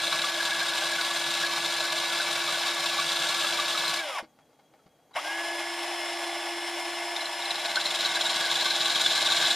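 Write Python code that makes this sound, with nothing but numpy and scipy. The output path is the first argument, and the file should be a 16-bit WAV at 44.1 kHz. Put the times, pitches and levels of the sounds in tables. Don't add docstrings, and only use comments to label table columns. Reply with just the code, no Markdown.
import sys
import numpy as np
from scipy import signal
from scipy.fft import rfft, irfft, next_fast_len
from scipy.io import wavfile

SR = 44100
rng = np.random.default_rng(int(sys.argv[2]) if len(sys.argv) > 2 else 0)


def wav_record(signal):
    frames = np.transpose(np.atleast_2d(signal))
    bounded = np.clip(frames, -1, 1)
    quanta = np.round(bounded * 32767).astype(np.int16)
    wavfile.write(sys.argv[1], SR, quanta)


N = 421155
TIME_S = np.arange(N) / SR
FFT_SIZE = next_fast_len(N + SR // 2, True)
BIN_HZ = np.maximum(np.arange(FFT_SIZE // 2 + 1) * SR / FFT_SIZE, 1)
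RELEASE_S, BRAKE_S, RESTART_S = 3.998, 4.174, 5.15
FIRM_DB = -30

# (time [s], speed [turns/s])
CRUISE = [(0, 338), (1.2, 340.3), (1.9, 340.4), (2.25, 341.7), (3.95, 340.8), (5.6, 341), (5.9, 344.5),
          (6.2, 342.4), (7.45, 345.3), (8.1, 343), (8.6, 344.8), (8.9, 342.5), (9.55, 342)]
# (time [s], level [dB], ping [Hz])
HARD_BITES = [(0.044, -18, 3500), (0.112, -22, 3900), (0.188, -19, 3830), (0.2165, -18, 3840),
              (0.4235, -18, 3950), (0.448, -24, 3970), (0.6036, -19, 3520), (0.933, -19, 3940),
              (1.045, -20, 4000), (1.1613, -17, 4030), (1.413, -20, 3530), (1.646, -19, 3850),
              (1.804, -17, 3870), (1.901, -18, 3950), (1.977, -18, 4120), (2.024, -21, 3370),
              (2.408, -20, 3680), (2.8624, -22, 3660), (2.99, -18, 4080), (3.012, -19, 3850),
              (3.064, -17, 3600), (3.089, -18, 3460), (3.1166, -20, 3930), (3.1667, -18.5, 3620),
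              (3.2191, -20, 3640), (3.241, -18, 3550), (3.289, -14, 4100), (3.3433, -18, 3400),
              (3.469, -18.5, 3460), (3.5743, -19, 3830), (3.726, -19, 3500), (3.776, -15.5, 3890),
              (3.877, -18, 4130), (7.1633, -17, 3580), (7.207, -20, 3970), (7.2554, -19, 4050),
              (7.421, -22, 3830), (7.456, -19, 4010), (7.506, -13.5, 3970), (7.5562, -18, 4030),
              (7.616, -24, 3940), (7.657, -25, 4200), (7.710, -20, 3990), (7.7567, -12, 4150),
              (7.812, -18, 3950), (7.856, -12.5, 3900), (7.9054, -15, 3480), (8.0038, -15, 4030),
              (8.057, -11.5, 3950), (8.156, -14, 3980), (8.207, -15, 3330), (8.254, -18, 3870),
              (8.296, -16.5, 3870), (8.360, -13, 3970), (8.408, -18, 3690), (8.461, -16, 4070),
              (8.512, -13, 3530), (8.554, -12.5, 3480), (8.609, -14.5, 4160), (8.655, -13.5, 3400),
              (8.707, -15, 3980), (8.811, -14.5, 3870), (8.857, -13, 3940), (8.896, -15, 3760),
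              (8.956, -11, 3280), (9.0604, -8, 3490), (9.1092, -14, 3540), (9.2618, -14, 3520),
              (9.3664, -16, 3880), (9.4155, -14, 3700)]


def grinding(contacts_db, bites, snags, chatter_db=1.54, skip_db=1.32, graze_db=-3.5):
    bite_force = from_db(-12.5) * burst(bites[:, :2], rise_s=0.00069, t60_s=0.075)
    snag_force = from_db(-3) * burst(snags[:, :2], rise_s=0.00031, t60_s=0.034)
    out = 0
    for pass_index, touch_db in enumerate(contacts_db):
        friction = from_db(touch_db - 2 + chatter_db * drift(190) + skip_db * drift(52))
        depth = from_db(np.clip((touch_db - FIRM_DB) / 2, graze_db, 0))
        in_pass = (TIME_S > RESTART_S) == pass_index
        catches = np.hypot(depth * bite_force, snag_force) * in_pass
        out = out + end_cap(np.hypot(friction, catches), pass_index)
    return out


def end_cap(force, pass_index, wander_hz=14, wander_db=2.2, detune=0.01):
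    # (frequency [Hz], pass 1 gain [dB], pass 2 gain [dB])
    cap_colour = [(50, -22, -27.5), (103, -17, -14.5), (158, -1.5, -3), (254, -12.5, -7.5),
                  (433, -6.5, -3.5), (513, -4, -1), (600, -2.5, -4.5), (1280, -8.5, -10), (1860, -13, -4),
                  (3680, -2.5, 1), (5500, -1, -2), (8350, -20, -14), (12300, -13, -14.5),
                  (14700, -21.5, -20)]
    # (frequency [Hz], width [Hz], pass 1 gain [dB], pass 2 gain [dB])
    cap_modes = [(564, 41, 7, -0.5), (619, 58, 9, 5), (685, 68, 1.5, 12.5), (796, 49, -3, 11),
                 (954, 43, 10, 13.5), (996, 50, 7.5, 2.5), (1133, 190, 15, 16.5), (1358, 73, 16.5, 11),
                 (1502.5, 73, 17, 19), (1633, 116, 20.5, 18), (2272, 210, 17.5, 9), (2670, 355, 12.5, 5),
                 (3090, 70, 6, 7), (3370, 590, 8.5, 9), (3800, 610, 7, 6), (3870, 140, 2.5, 5),
                 (4113, 250, 6, 8.5), (4670, 500, 3, 2), (5150, 630, 1.5, 5), (6190, 190, 5.5, 4),
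                 (6920, 190, 6, 7), (7355, 840, 9.5, 10.5), (7960, 161, 0, -12), (8280, 490, 13, 7.5),
                 (8860, 190, 9.5, 5), (9340, 1440, 7, 4.5), (10600, 212, 6, 5)]
    slope = np.array(cap_colour)[:, [0, pass_index + 1]]
    hz, width_hz, db = np.array(cap_modes)[:, [0, 1, pass_index + 2]].T
    favoured = (-1) ** np.arange(len(hz))
    place = np.tanh(drift(wander_hz))
    out = 0
    for spot in (-1, 1):
        modes = zip(hz * (1 + spot * favoured * detune), width_hz, db + spot * favoured * wander_db)
        grit = force * np.sqrt((1 + spot * place) / 2) * grains(24000, spread_db=2.0)
        out = out + body(grit, colour_db(slope, modes))
    return out


def pressure_db(press, lift_db_per_s=224):
    off_s = np.abs(TIME_S - np.clip(TIME_S, press[0][0], press[-1][0]))
    return in_time(press)[0] - lift_db_per_s * off_s


def stone_turns(motor_turns, high_side_s, gear_ratio=17.25):
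    return (motor_turns - np.interp(high_side_s, TIME_S, motor_turns)) / gear_ratio


def low_side(stone):
    return np.abs(np.sin(np.pi * stone)) ** 6


def contact_db(pressed_db, stone, swell_db, gap_db, flatten_per_db=0.085):
    gap = low_side(stone)
    throb_db = swell_db * np.cos(2 * np.pi * stone) - gap_db * (gap - gap.mean())
    return pressed_db + throb_db * np.clip(0.5 - flatten_per_db * (pressed_db - FIRM_DB), 0, 1.4)


def turn_bites(press, stone, usual_db, lead_s=0.0018, jitter_s=0.003):
    timing, size, pitch = rng.standard_normal(size=(100, 3)).T
    first_turn = np.ceil(np.interp(press[0][0], TIME_S, stone))
    at_s = np.interp(first_turn + np.arange(len(size)), stone, TIME_S) - lead_s + jitter_s * timing
    harder_db = np.interp(at_s, TIME_S, pressure_db(press)) - FIRM_DB
    level_db = usual_db + 0.1 * harder_db + 0.8 * size
    ping_hz = 3830 - 13.5 * harder_db + 170 * pitch
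    apart = np.abs(at_s[:, None] - np.array(HARD_BITES)[:, 0]).min(axis=1) > 0.025
    in_pass = (at_s > 0) & (at_s < press[-1][0] - 0.02)
    return np.column_stack([at_s, level_db, ping_hz])[apart & in_pass]


def grit_snags(touch_db, count=340, spread_db=2.5, ping_hz=(3330, 4200)):
    when, size, pitch = rng.random(size=(count, 3)).T
    at_s = when * TIME_S[-1]
    level_db = np.interp(at_s, TIME_S, touch_db) - 1 + spread_db * np.minimum(-np.log(1 - size), 2)
    return np.column_stack([at_s, level_db, np.interp(pitch, [0, 1], ping_hz)])


def cap_rings(bites, snags, pressed_db):
    # (time [s], level [dB], frequency [Hz])
    loud_rings = [(0.238, -28, 1170), (0.401, -23.5, 1638), (0.5142, -23.5, 1656), (0.612, -22.5, 1613),
                  (0.818, -27.5, 1590), (0.9218, -26, 1655), (0.9833, -26, 1500), (1.4342, -22, 1650),
                  (2.1984, -25, 1540), (2.481, -29, 1210), (2.9852, -26.5, 1150), (3.258, -29, 1560),
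                  (3.4391, -29, 1610), (3.441, -29, 1290), (3.5897, -28, 1170), (3.747, -27, 1260),
                  (3.987, -29.5, 2250), (7.7695, -19, 1530), (8.1654, -26, 1600), (8.44, -28, 1640),
                  (9.176, -25, 1585), (9.2863, -27, 1520), (9.332, -26, 1574)]
    pings = burst(bites, rise_s=0.001, t60_s=0.041, wobble_rad=1.08 * drift(126))
    ticks = burst(snags, rise_s=0.0005, t60_s=0.026, wobble_rad=drift(160))
    wall_rings = np.vstack([loud_rings, soft_rings(pressed_db)])
    wall = burst(wall_rings, rise_s=0.0037, t60_s=0.065, wobble_rad=0.58 * drift(60))
    return from_db(-4.5) * pings + from_db(3.5) * ticks + from_db(7.5) * wall


def soft_rings(pressed_db, count=50, spread_db=1.2):
    wall_hz = [
        [1152, 1500, 1505, 1645],
        [1515, 1605, 1615, 1500],
    ]
    when, which = rng.random(size=(count, 2)).T
    at_s = when * TIME_S[-1]
    level_db = np.interp(at_s, TIME_S, pressed_db) - 3.5 + spread_db * rng.standard_normal(count)
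    hz = np.array(wall_hz)[(at_s > RESTART_S).astype(int), (which * 4).astype(int)]
    return np.column_stack([at_s, level_db, hz])


def screech(pressed_db, stone, onset_db=-26.5, swell_db=1.5, gap_db=10):
    # (frequency [Hz], width [Hz], gain [dB])
    rim_modes = [(1590, 52, 20), (3370, 320, 11.5), (3640, 380, 13.6), (3980, 300, 17)]
    level_db = -30 + 2.8 * np.minimum(pressed_db - onset_db, 0) + 0.5 * drift(140)
    level_db += swell_db * np.cos(2 * np.pi * stone) - gap_db * low_side(stone)
    level_db -= 12.5 * (TIME_S < RESTART_S)
    rim_db = colour_db([(300, -23), (1200, -4.5), (4000, 4.0), (7500, 3.0), (14000, -19)], rim_modes)
    return body(from_db(level_db) * grains(5000, spread_db=-0.5), rim_db)


def chips(touch_db, spread_db=8.5, count=260):
    # (frequency [Hz], width [Hz], gain [dB])
    chip_modes = [(3950, 540, 8), (7250, 500, 9.7), (8360, 400, 7)]
    scratches = burst(rng.random(size=(count, 2)) * [TIME_S[-1], spread_db], rise_s=0.0002, t60_s=0.023)
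    bright_db = colour_db([(500, -30), (2500, -12.5), (4500, 1), (9000, -5.5), (14000, -14)], chip_modes)
    return body(from_db(touch_db - 12) * scratches * grains(9000, spread_db=4.0), bright_db)


def motor_speed_hz(coast_hz_per_s=690, brake_hz_per_s=3500, jump_s=0.023, creep_s=0.07):
    cruise_hz = in_time(CRUISE)[0]
    lost_hz = coast_hz_per_s * np.maximum(TIME_S - RELEASE_S, 0)
    lost_hz += brake_hz_per_s * np.maximum(TIME_S - BRAKE_S, 0)
    age_s = np.maximum(TIME_S - RESTART_S, 0)
    run_up = 1 - 0.7 * np.exp(-age_s / jump_s) - 0.3 * np.exp(-age_s / creep_s)
    return np.maximum(cruise_hz - lost_hz, 0) + cruise_hz * run_up


def motor(speed_hz, pressed_db, flutter=0.0014, whine_from_hz=315, load_db=-3.5):
    # (time [s], hum [dB], whine [dB])
    tone_levels = [(0, -49, -39.5), (1.9, -46, -39.5), (2.25, -47, -42), (3.95, -48.5, -40.5),
                   (5.3, -45, -34.5), (5.85, -44, -46.5), (6.85, -42, -46), (7.45, -50.5, -46),
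                   (8.5, -48.5, -48.5), (9.55, -49.5, -39.5)]
    # (multiple of rotor rate, level [dB])
    motor_lines = [(2, -46.5), (10, -49.5), (12, -53), (13, -63), (15, -49), (21, -60.5), (22, -60),
                   (24, -60), (25, -64.5), (26, -65), (27, -61), (29, -64), (30, -67), (31, -61.5),
                   (32, -72.5)]
    hum_db, whine_db = in_time(tone_levels)
    pace = speed_hz / in_time(CRUISE)[0]
    angle_rad = phase_rad(speed_hz * (1 + flutter * drift(45.6)))
    hum = pace ** 11 * from_db(hum_db + 1.6 * drift(17)) * np.sin(angle_rad)
    whine_gate = (1 + np.tanh((speed_hz - whine_from_hz) / 8)) / 2
    whine = whine_gate * from_db(whine_db + 1.3 * drift(26)) * np.sin(5 * angle_rad)
    load = np.clip(from_db(pressed_db - FIRM_DB), 0, 1)
    overtones = pace ** 30 * from_db(load_db * load) * rotor_lines(motor_lines, angle_rad, waver_db=2.0)
    return np.sqrt(2) * (hum + whine + overtones + gear_strain(speed_hz, pace, angle_rad))


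def gear_strain(speed_hz, pace, angle_rad, shudder=0.004, coast_hz_per_s=690):
    # (multiple of rotor rate, level [dB])
    strain_lines = [(2, -40.5), (5, -35.5), (8, -50), (10, -46), (12, -46), (14, -48)]
    # (frequency [Hz], gain [dB])
    strain_colour = [(200, -24), (430, -19), (560, 5.5), (760, 3.5), (1100, 8), (1300, 0), (1550, -6),
                     (2500, 4), (4500, 0.5), (9000, -7.5)]
    accel = np.gradient(speed_hz) * SR / coast_hz_per_s
    braking, driving = np.maximum(-accel, 0), np.maximum(accel, 0) / accel.max()
    torque = np.minimum(braking ** 2, braking ** 0.35) + from_db(8.5) * driving ** 0.7
    shaken_rad = angle_rad + phase_rad(speed_hz * shudder * drift(150))
    growl = torque * pace ** 0.5 * from_db(-10) * rotor_lines(strain_lines, shaken_rad, waver_db=3.0)
    return body(growl, colour_db(strain_colour))


def rotor_lines(lines, angle_rad, waver_db):
    return sum(from_db(db + waver_db * drift(32)) * np.sin(order * angle_rad + rng.uniform(0, 2 * np.pi))
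               for order, db in lines)


def gearbox(speed_hz, motor_turns, knee_hz=200, settle_s=0.15, mesh_db=1.0):
    # (frequency [Hz], gain [dB])
    housing_colour = [(50, -22.5), (190, -34.5), (300, -10), (480, -13.5), (600, -5.0), (1100, -18),
                      (1400, -3), (2200, -2), (3400, 0.5), (6000, -9), (10500, -18), (12000, -19),
                      (14400, -26.5)]
    # (frequency [Hz], width [Hz], gain [dB])
    housing_modes = [(363, 57, 11), (603, 114, 6.5), (700, 115, 12), (810, 113, 12), (952, 130, 16.5),
                     (1054, 58, 1), (1095, 243, 17.5), (1560, 190, 3.5), (2095, 324, 9.5), (2920, 870, 3.5),
                     (4370, 730, -5), (5270, 400, 8.5), (7260, 165, 5), (7854, 221, -5.5), (8740, 540, 4.5),
                     (10140, 600, 8.5)]
    # (time [s], level [dB])
    slack_knocks = [(4.183, -28), (5.14, -46), (5.15, -39), (5.157, -33), (5.164, -31)]
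    running = np.minimum(speed_hz / knee_hz, 1) ** 2
    settled = np.clip((TIME_S - RESTART_S) / settle_s, 0, 1) ** 2
    rattle_db = -37 + 2.2 * settled + mesh_db * np.cos(2 * np.pi * motor_turns) + 1.17 * drift(39)
    knocks = burst(slack_knocks, rise_s=0.00052, t60_s=0.099) * rng.standard_normal((2, N))
    rattle = running * from_db(rattle_db) * grains(14000, spread_db=2.5)
    housing_db = colour_db(housing_colour, housing_modes)
    dull_db = colour_db([(200, -10), (650, 2.5), (1500, 4.5), (2100, 0.5), (3000, 0.5),
                         (4000, -2), (14000, -2)])
    return body(rattle, housing_db) + body(knocks, housing_db + dull_db)


def winding_squeal(at_s=5.134, level_db=-42, hz=3900):
    return burst([(at_s, level_db, hz)], rise_s=0.007, t60_s=0.1, wobble_rad=0.2 * drift(60))


def grip():
    # (time [s], level [dB], knock [Hz])
    shifts = [(4.225, -45.5, 312), (4.387, -56, 745), (4.49, -62, 483), (4.529, -67, 456),
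              (4.588, -58, 796), (4.736, -57, 616), (4.79, -63, 1300), (4.859, -57.5, 180),
              (4.985, -62, 700), (5.109, -56, 1030)]
    # (frequency [Hz], width [Hz], gain [dB])
    handle_modes = [(780, 160, 6), (1420, 220, 6), (2150, 400, 6), (4700, 600, 6)]
    rub = burst(np.array(shifts)[:, :2], rise_s=0.0012, t60_s=0.13) * grains(4000, spread_db=5.5)
    knock = burst(shifts, rise_s=0.002, t60_s=0.09, wobble_rad=drift(83))
    plastic_db = colour_db([(60, -17), (160, -5), (700, 1), (1500, -7), (4500, -15), (14000, -38)],
                           handle_modes)
    return from_db(-2) * body(rub, plastic_db) + from_db(4.5) * knock


def reflections(sound, t60_s):
    age_s = TIME_S[:SR // 2]
    echo = rng.standard_normal(len(age_s)) * from_db(-60 * age_s / t60_s) * (age_s > 0.002)
    return signal.fftconvolve(sound, echo / np.linalg.norm(echo))[:N]


def background():
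    # (frequency [Hz], gain [dB])
    room_colour = [(18, -53), (30, -26), (91, -15.5), (106, -9.5), (156, -7.5), (217, -14), (247, -8),
                   (747, -7.5), (1070, -17), (3230, -26), (3580, -27), (14000, -34)]
    # (frequency [Hz], level [dB])
    whistle_lines = [(3270, -79.5), (3980, -89), (6535, -87)]
    air = from_db(-65) * body(rng.standard_normal((2, N)), colour_db(room_colour))
    whistle = sum(from_db(db + 2.7 * drift(25)) * np.sin(phase_rad(hz * (1 + 0.014 * drift(160))))
                  for hz, db in whistle_lines)
    return air + np.sqrt(2) * whistle


def from_db(db):
    return 10 ** (np.asarray(db) / 20)


def phase_rad(hz):
    return 2 * np.pi * np.cumsum(hz) / SR


def in_time(rows):
    at_s, *columns = np.transpose(rows)
    return [np.interp(TIME_S, at_s, column) for column in columns]


def colour_db(points, modes=()):
    hz, db = np.transpose(points)
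    grid_hz = BIN_HZ[::16]
    slope_db = np.interp(np.log(grid_hz), np.log(hz), db)
    peaks_db = sum(gain_db / (1 + (2 * (grid_hz - mode_hz) / width_hz) ** 2)
                   for mode_hz, width_hz, gain_db in modes)
    return np.interp(BIN_HZ, grid_hz, slope_db + peaks_db)


def body(force, gain_db):
    gain_db = gain_db - 10 * np.log10(np.mean(from_db(gain_db) ** 2))
    cepstrum = irfft(gain_db * np.log(10) / 20, FFT_SIZE)
    cepstrum[1:FFT_SIZE // 2] *= 2
    cepstrum[FFT_SIZE // 2 + 1:] = 0
    return irfft(rfft(force, FFT_SIZE) * np.exp(rfft(cepstrum)), FFT_SIZE)[..., :N]


def drift(rate_hz, step=16):
    white = rfft(rng.standard_normal(FFT_SIZE // step))
    slow = irfft(white / (1 + (BIN_HZ[:len(white)] / rate_hz) ** 2))
    return np.interp(TIME_S, np.arange(len(slow)) * step / SR, slow / slow.std())


def grains(per_s, spread_db):
    sizes = from_db(spread_db * np.minimum(rng.exponential(1, (2, N)), 4))
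    clicks = (rng.random((2, N)) < per_s / SR) * sizes * rng.choice([-1, 1], (2, N))
    return clicks / clicks.std()


def burst(rows, rise_s, t60_s, wobble_rad=None):
    out = np.zeros(N)
    for at_s, db, *hz in rows:
        span = slice(int(at_s * SR), int((at_s + 2 * t60_s) * SR))
        age_s = TIME_S[:len(TIME_S[span])]
        tone = np.sin(2 * np.pi * hz[0] * age_s + wobble_rad[span]) if hz else 1
        out[span] += from_db(db - 60 * age_s / t60_s) * (1 - np.exp(-age_s / rise_s)) * tone
    return out


def scene():
    # (time [s], grinding level [dB])
    steady_press = [(0, -29.5), (0.55, -31), (1.3, -30.5), (1.6, -30), (1.9, -30.5), (3.4, -29),
                    (3.98, -30)]
    # (time [s], grinding level [dB])
    growing_press = [(7.4, -45), (7.53, -40), (7.64, -36.5), (7.87, -33), (8.0, -31), (8.4, -29.5),
                     (8.95, -27.5), (9.55, -26)]
    # (high side on rim [s], swell [dB], low-side gap [dB], usual bite [dB])
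    run_out = [(2.528, 1.0, 0.5, -25.5), (8.711, 2, 6.5, -21.5)]
    # (frequency [Hz], side gain [dB])
    side_colour = [(60, -15), (95, -13.5), (150, -20), (240, -17), (370, -21.5), (590, -18.5), (940, -19),
                   (1480, -47), (2340, -67), (3690, -16), (5840, -7.5), (9230, -3), (14600, 0)]
    # (frequency [Hz], left minus right [dB])
    balance = [(60, 0), (180, 0.8), (540, 0.6), (1300, 0.1), (2400, 0.5), (4860, 1.3), (8500, 2.2),
               (14600, 0.3)]
    speed_hz = motor_speed_hz()
    motor_turns = np.cumsum(speed_hz) / SR
    pressures_db, contacts_db, stones, bites = [], [], [], HARD_BITES
    for press, (high_side_s, swell_db, gap_db, bite_db) in zip([steady_press, growing_press], run_out):
        stones.append(stone_turns(motor_turns, high_side_s))
        pressures_db.append(pressure_db(press))
        contacts_db.append(contact_db(pressures_db[-1], stones[-1], swell_db, gap_db))
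        bites = np.vstack([bites, turn_bites(press, stones[-1], bite_db)])
    pressed_db, touch_db = np.maximum(*pressures_db), np.maximum(*contacts_db)
    snags = grit_snags(touch_db)
    mid, side = (gearbox(speed_hz, motor_turns) + grinding(contacts_db, bites, snags)
                 + screech(pressed_db, stones[1]) + chips(touch_db) + grip() + background())
    rings = cap_rings(bites, snags, pressed_db)
    tones = motor(speed_hz, pressed_db) + winding_squeal()
    mid = rfft(mid + rings + tones + from_db(-9) * reflections(mid + rings, t60_s=0.049), FFT_SIZE)
    side = rfft(side + reflections(rings + tones, t60_s=0.17), FFT_SIZE) * from_db(colour_db(side_colour))
    lean = from_db(colour_db(balance) / 2)
    return irfft(np.array([(mid + side) * lean, (mid - side) / lean]), FFT_SIZE)[:, :N]


def record(dry):
    cutoff_hz = 15100
    return irfft(rfft(dry, FFT_SIZE) / np.sqrt(1 + (BIN_HZ / cutoff_hz) ** 400), FFT_SIZE)[:, :N]


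dry = scene()
out = record(dry)
wav_record(out)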